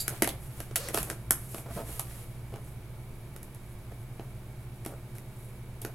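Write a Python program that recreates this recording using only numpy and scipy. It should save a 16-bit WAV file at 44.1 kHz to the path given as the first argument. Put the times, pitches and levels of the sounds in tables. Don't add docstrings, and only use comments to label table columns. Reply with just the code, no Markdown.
import sys
import numpy as np
from scipy import signal
from scipy.fft import rfft, irfft
from scipy.io import wavfile
from scipy.ndimage import uniform_filter1d

SR = 44100
rng = np.random.default_rng(int(sys.argv[2]) if len(sys.argv) > 2 else 0)


def persist_wave(psi):
    counts = np.round(np.clip(psi, -1, 1) * 32767).astype(np.int16)
    wavfile.write(sys.argv[1], SR, np.atleast_2d(counts).T)


N = 261954
TIME = np.arange(N) / SR
CUT_STARTS_S = 2.4

# t/s, relative levels of edge/dB, body/dB, crack/dB, edge decay/ms, crack peak f/Hz
CREASE_SNAPS = [(.0802, -25, -40, -34, 1.6, 1590), (.2217, -20, -21.5, -26.5, 2.16, 1950),
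                (.231, -33, -40, -36, 1.4, 2060), (.2432, -30, -36, -34.5, 3.1, 2040),
                (.2746, -28, -36.5, -32.5, 2.6, 750), (.2895, -34, -49, -39, 2.4, 3430),
                (.6031, -37.5, -41.5, -45, 2.3, 1400), (.7108, -60, -44.5, -53.5, 3.6, 1480),
                (.7581, -24, -47.5, -33.5, 0.76, 1660), (.7621, -23.5, -60, -34.5, 1.8, 3030),
                (.8862, -34.5, -43, -40.5, 2.7, 1960), (.9443, -25.5, -30, -35, 2.8, 1280),
                (.974, -31, -32.5, -33.5, 2.8, 1320), (.9855, -33, -42, -45, 1.7, 2200),
                (1.0289, -31, -45, -47.5, 3.8, 2560), (1.1002, -33.5, -42, -36, 1.8, 1600),
                (1.3077, -14.5, -33.5, -30, 2.7, 1390), (1.5451, -41.5, -39, -45, 2.6, 1100),
                (1.582, -50, -45.5, -50.5, 2.1, 2420), (1.9947, -27, -55, -38.5, 3, 920),
                (2.5393, -57, -41, -57, 3.4, 960), (2.559, -55, -49, -56, 1.8, 1380),
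                (3.3628, -45, -53, -53, 1.9, 1410), (3.43, -43, -60, -62, 2.9, 2010),
                (3.5472, -48.5, -58, -66, 3, 2000), (4.1951, -64, -39, -56, 2.1, 1230),
                (4.849, -44, -51, -50.5, 3.1, 2010), (4.8614, -38, -36, -46, 2.8, 1080),
                (5.1527, -51, -53, -58, 5.4, 1500), (5.1838, -46, -57, -57, 1, 1990),
                (5.8163, -38, -50, -53.5, 5.6, 3460), (5.8488, -36.5, -34.5, -42, 1.9, 1360)]
# middle t/s, duration/s, hiss level/dB, rustle level/dB
PALM_STROKES = [(0, 0.072, -36, -50.5), (0.11, 0.3, -56.5, -52), (0.439, .11, -58, -63),
                (.59, 0.21, -58.5, -58), (0.84, 0.21, -54, -47), (0.98, 0.11, -40.5, -40),
                (1.075, 0.19, -52, -57), (1.45, .24, -55.5, -66), (1.555, 0.17, -49, -56),
                (1.766, .19, -55, -53), (1.93, 0.23, -50.5, -52), (2.147, 0.32, -56.5, -56)]
# t/s, duration/s, level/dB
SKIN_DRAGS = [(.097, 0.057, -45), (0.585, .025, -49.5), (0.888, 0.025, -41.5), (.932, 0.062, -40),
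              (1.066, 0.067, -45.5), (1.538, 0.061, -49), (1.655, .065, -44.5), (1.761, 0.062, -38),
              (1.882, 0.026, -51), (2.515, 0.078, -50.5), (3.91, .025, -50.5), (4.2, 0.045, -53.5),
              (4.873, .075, -51), (5.859, 0.047, -50)]
# middle t/s, duration/s, level/dB
BLADE_PULLS = [(2.67, 0.17, -63), (3.72, 0.089, -65), (4.0, 0.22, -72), (4.89, .09, -63),
               (5.165, 0.042, -60), (5.44, 0.37, -64.5), (5.86, 0.068, -69)]
# t/s, slip rate f/Hz, level/dB
FINGER_SLIPS = [(.758, 779.6, -26.5), (.775, 542, -54), (.795, 439, -48), (.808, 549, -49.5),
                (.825, 638, -47), (.845, 575, -49), (.865, 464, -46), (.88, 564, -45), (.9, 610, -70)]
# middle t/s, f/Hz, level/dB, half-width/s
AIR_PUFFS = [(1.01, 144, -33, 0.005), (1.028, 48.7, -34, 0.039), (1.765, 180, -35.5, 0.0074)]
# f/Hz, bandwidth/Hz, initial level/dB, T60/s
PAPER_MODES = [(3880, 120, -49, 0.16), (4700, 190, -35.5, 0.099), (7160, 200, -43, 0.15),
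               (11100, 350, -51, .13)]
# delay/ms, level/dB
REFLECTIONS = [(8.75, -12.5), (13.3, -13.5), (21, -15.5)]
# f/Hz, rms level/dB
MOTOR_TONES = [(24.7, -53), (51.5, -64), (57.9, -57), (64.4, -74), (75, -68), (107.3, -54), (116.1, -49),
               (128.8, -49.5), (193.2, -59.5), (232.2, -70), (323, -73.5), (350, -65), (357, -70),
               (377, -69.5), (431, -71), (640, -69.5), (872, -73.5), (2256, -77), (3790, -81.5)]
# f/Hz, relative level/dB
EDGE_SPECTRUM = [(2000, -29.5), (5000, -6.5), (8000, 1.5), (12000, 6.5), (16000, -17)]
CRACK_SPECTRUM = [(350, -24), (1150, -0.5), (1600, 7.5), (2050, 1.5), (3200, -7.5), (5000, -6),
                  (9000, -9.5), (14000, -42)]
BODY_SPECTRUM = [(60, -39.5), (170, -5.5), (240, -0.5), (305, 1), (370, 5), (480, -1.5), (600, -4),
                 (780, -3.5), (1300, -24.5), (3000, -19), (9000, -80)]
FIBRE_SPECTRUM = [(500, -23), (2500, -9.5), (5000, -9), (8000, 2), (12000, 6), (16000, -17)]
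WRINKLE_SPECTRUM = [(150, -17), (400, 3.5), (1000, -3), (2200, -3.5), (4000, -9.5), (8000, -14.5)]
SKIN_SPECTRUM = [(70, -20), (170, 0.5), (290, 0.5), (390, 4.5), (560, 3.5), (950, -6), (1400, -9.5),
                 (3000, -25.5), (6000, -29)]
SQUEAK_SPECTRUM = [(250, -8), (520, 4), (850, -16), (1300, -6.5), (2600, -22), (4400, -7.5), (7000, -14),
                   (12000, -5)]
DESK_SPECTRUM = [(20, -8), (40, -13.5), (58, 1), (85, -14), (125, -2.5), (200, -23), (600, -69)]
AIRFLOW_SPECTRUM = [(20, -11), (36, -21), (52, -24), (82, -22.5), (98, -8), (135, -11), (170, -16.5),
                    (360, -20.5), (800, -26), (2050, -34.5), (2280, -29), (2500, -36.5), (5500, -45),
                    (16000, -45.5)]
# f/Hz, side minus middle level/dB
DIFFUSE_WIDTH = [(110, -19), (380, -15), (800, -13), (1400, -8), (2500, -2), (4500, 0), (8000, -5),
                 (12000, -5)]


def snaps(edge_trim_db=-7, crack_peak_hz=1600):
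    out = np.zeros((2, N + SR))
    for onset_s, edge_db, body_db, crack_db, decay_ms, hz in CREASE_SNAPS:
        facet_spectrum = np.array(CRACK_SPECTRUM) * [hz / crack_peak_hz, 1]
        snap = undb(edge_db + edge_trim_db) * burst(decay_ms, EDGE_SPECTRUM, side_db=-10)
        snap += undb(crack_db) * burst(2.18 * decay_ms, facet_spectrum, side_db=-9.5)
        snap += undb(body_db) * burst(1.4 * decay_ms, BODY_SPECTRUM, side_db=-33)
        start = int(onset_s * SR)
        out[:, start:start + snap.shape[1]] += snap
    return out[:, :N]


def burst(decay_ms, spectrum, side_db, size=2048):
    age = 1000 * np.arange(size) / SR / decay_ms
    fade = (1 + 2 * age) * np.exp(-2 * age)
    breaks = rfft(rng.choice([-1., 1.], (2, size)) * fade)
    flattened = irfft(breaks / (np.abs(breaks) + 1e-9) ** .65) * fade ** .25
    pair = colour(flattened, spectrum, size=2048)
    energy = np.sum(pair ** 2, axis=1, keepdims=True)
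    return spread(pair * np.sqrt(SR / 100 / energy), side_db)


def sliding(resting_hiss_db=-66, resting_rustle_db=-67.5):
    strokes = np.array(PALM_STROKES)
    flattening = TIME < CUT_STARTS_S
    hiss_gain = np.hypot(swells(strokes[:, [0, 1, 2]]), flattening * undb(resting_hiss_db))
    rustle_gain = np.hypot(swells(strokes[:, [0, 1, 3]]), flattening * undb(resting_rustle_db))
    grip_db = 0.92 * walk(45.66)
    hiss = unit(colour(grains(rate_hz=7000, scatter_db=1.0), FIBRE_SPECTRUM)[0])
    rustle = unit(diffuse(colour(grains(rate_hz=1300, scatter_db=3.0), WRINKLE_SPECTRUM)))
    return undb(grip_db) * (hiss * hiss_gain + rustle * rustle_gain)


def scuffs(ramp_s=0.0044):
    contact = np.zeros(N)
    for onset_s, length_s, db in SKIN_DRAGS:
        inside_s = np.minimum(TIME - onset_s, onset_s + length_s - TIME)
        contact += undb(db) * np.clip(inside_s / ramp_s, 0, 1)
    slips = grains(rate_hz=450, scatter_db=1.5)
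    return contact * unit(spread(colour(slips, SKIN_SPECTRUM), side_db=-21))


def cutting(creep_db=-69.5):
    gain = np.hypot(swells(BLADE_PULLS), (TIME > CUT_STARTS_S) * undb(creep_db))
    fibres = unit(colour(grains(rate_hz=4000, scatter_db=4.0), FIBRE_SPECTRUM)[0])
    return fibres * gain * undb(0.88 * walk(29.8))


def squeak(jitter=0.0163, harmonics=14):
    hz, db = curves(FINGER_SLIPS)
    phase = 2 * np.pi * np.cumsum(hz * (1 + jitter * walk(500))) / SR
    slips = sum(np.cos(k * phase) for k in range(1, harmonics + 1))
    tone = unit(colour(slips[None], SQUEAK_SPECTRUM))
    touching = (TIME > FINGER_SLIPS[0][0]) & (TIME < FINGER_SLIPS[-1][0])
    return tone * undb(db + 2.0 * walk(121.0)) * touching


def puffs():
    out = np.zeros(N)
    for middle_s, hz, db, half_width_s in AIR_PUFFS:
        t = TIME - middle_s
        out += undb(db) * np.exp(-(t / half_width_s) ** 2) * np.sin(2 * np.pi * hz * t)
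    return out


def squeal():
    out = np.zeros(N)
    for hz, bandwidth_hz, db, t60 in PAPER_MODES:
        resonator = signal.iirpeak(hz, hz / bandwidth_hz, fs=SR)
        mode = signal.lfilter(*resonator, rng.standard_normal(N))
        out += unit(mode) * undb(db - 60 * TIME / t60)
    return out


def room(x, tail_db=-7, t60_low=.36, t60_high=0.23, build_s=0.0037, size=22050):
    t = np.arange(size) / SR
    noise = diffuse(rng.standard_normal((2, size)))
    low = signal.sosfilt(signal.butter(1, 1300, fs=SR, output="sos"), noise)
    tail = low * undb(-60 * t / t60_low) + (noise - low) * undb(-60 * t / t60_high)
    build_up = np.minimum(t / build_s, 1) ** 2
    response = undb(tail_db) * unit(tail * build_up) / np.sqrt(size)
    for delay_ms, db in REFLECTIONS:
        response[:, int(delay_ms * SR / 1000)] += undb(db)
    return x + signal.fftconvolve(x, response, axes=1)[:, :N]


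def desk(press_db=-46.5, cut_db=-52, ease_off_s=2.1):
    db = np.interp(TIME, [CUT_STARTS_S, CUT_STARTS_S + ease_off_s], [press_db, cut_db])
    rumble = colour(rng.standard_normal((2, N)), DESK_SPECTRUM)
    return unit(spread(rumble, side_db=-16)) * undb(db)


def fans(air_db=-51, waver=0.001516, flutter_db=1.32, mono_above_hz=7300):
    mid, side = unit(colour(rng.standard_normal((2, N)), AIRFLOW_SPECTRUM))
    side = signal.sosfilt(signal.butter(4, mono_above_hz, fs=SR, output="sos"), side)
    out = undb(air_db) * diffuse(np.array([mid, side]))
    for hz, db in MOTOR_TONES:
        cycles = np.cumsum(hz * (1 + waver * walk(3))) / SR + rng.random()
        out += undb(db + flutter_db * walk(6)) * np.sqrt(2) * np.sin(2 * np.pi * cycles)
    return out


def swells(moves, speed_exponent=1.04):
    power = np.zeros(N)
    for middle_s, length_s, db in moves:
        speed = np.sin(np.pi * np.clip((TIME - middle_s) / length_s + .5, 0, 1))
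        power += (undb(db) * np.abs(speed) ** speed_exponent) ** 2
    return np.sqrt(power)


def grains(rate_hz, scatter_db):
    sizes = undb(scatter_db * np.minimum(rng.exponential(size=(2, N)), 4))
    slipping = rng.random((2, N)) < rate_hz / SR
    return slipping * sizes * rng.choice([-1, 1], (2, N))


def walk(rate_hz):
    hold = int(SR / rate_hz)
    steps = np.repeat(rng.standard_normal(N // hold + 1), hold)
    return unit(uniform_filter1d(uniform_filter1d(steps, hold), hold)[:N])


def colour(x, spectrum, size=8192):
    hz, db = np.transpose(spectrum)
    bins_hz = np.maximum(np.arange(size // 2 + 1) * SR / size, 1)
    gain = undb(np.interp(np.log(bins_hz), np.log(hz), db))
    cepstrum = irfft(np.log(gain))
    cepstrum[1:size // 2] *= 2
    cepstrum[size // 2 + 1:] = 0
    response = irfft(np.exp(rfft(cepstrum)))
    return signal.fftconvolve(x, response[None], axes=1)[:, :x.shape[1]]


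def diffuse(pair):
    return spread([pair[0], colour(pair[1:], DIFFUSE_WIDTH)[0]], side_db=0.0)


def spread(pair, side_db):
    return pair[0] + undb(side_db) * pair[1] * np.array([[1], [-1]])


def curves(table):
    times, *columns = np.transpose(table)
    return [np.interp(TIME, times, column) for column in columns]


def undb(db):
    return 10 ** (np.asarray(db) / 20)


def unit(x):
    return x / np.sqrt(np.mean(x ** 2))


def scene():
    mailer = snaps() + sliding() + scuffs() + cutting() + squeak() + puffs() + squeal()
    return room(mailer) + desk() + fans()


def record(dry, port_hz=10900, port_q=4, port_db=4, balance_db=-1.1, cutoff_hz=15800):
    ring = signal.lfilter(*signal.iirpeak(port_hz, port_q, fs=SR), dry)
    bright = dry + (undb(port_db) - 1) * ring
    balance = undb(np.array([[balance_db], [-balance_db]]) / 2)
    return signal.sosfilt(signal.ellip(8, .2, 70, cutoff_hz, fs=SR, output="sos"), bright * balance)


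dry = scene()
out = record(dry)
persist_wave(out)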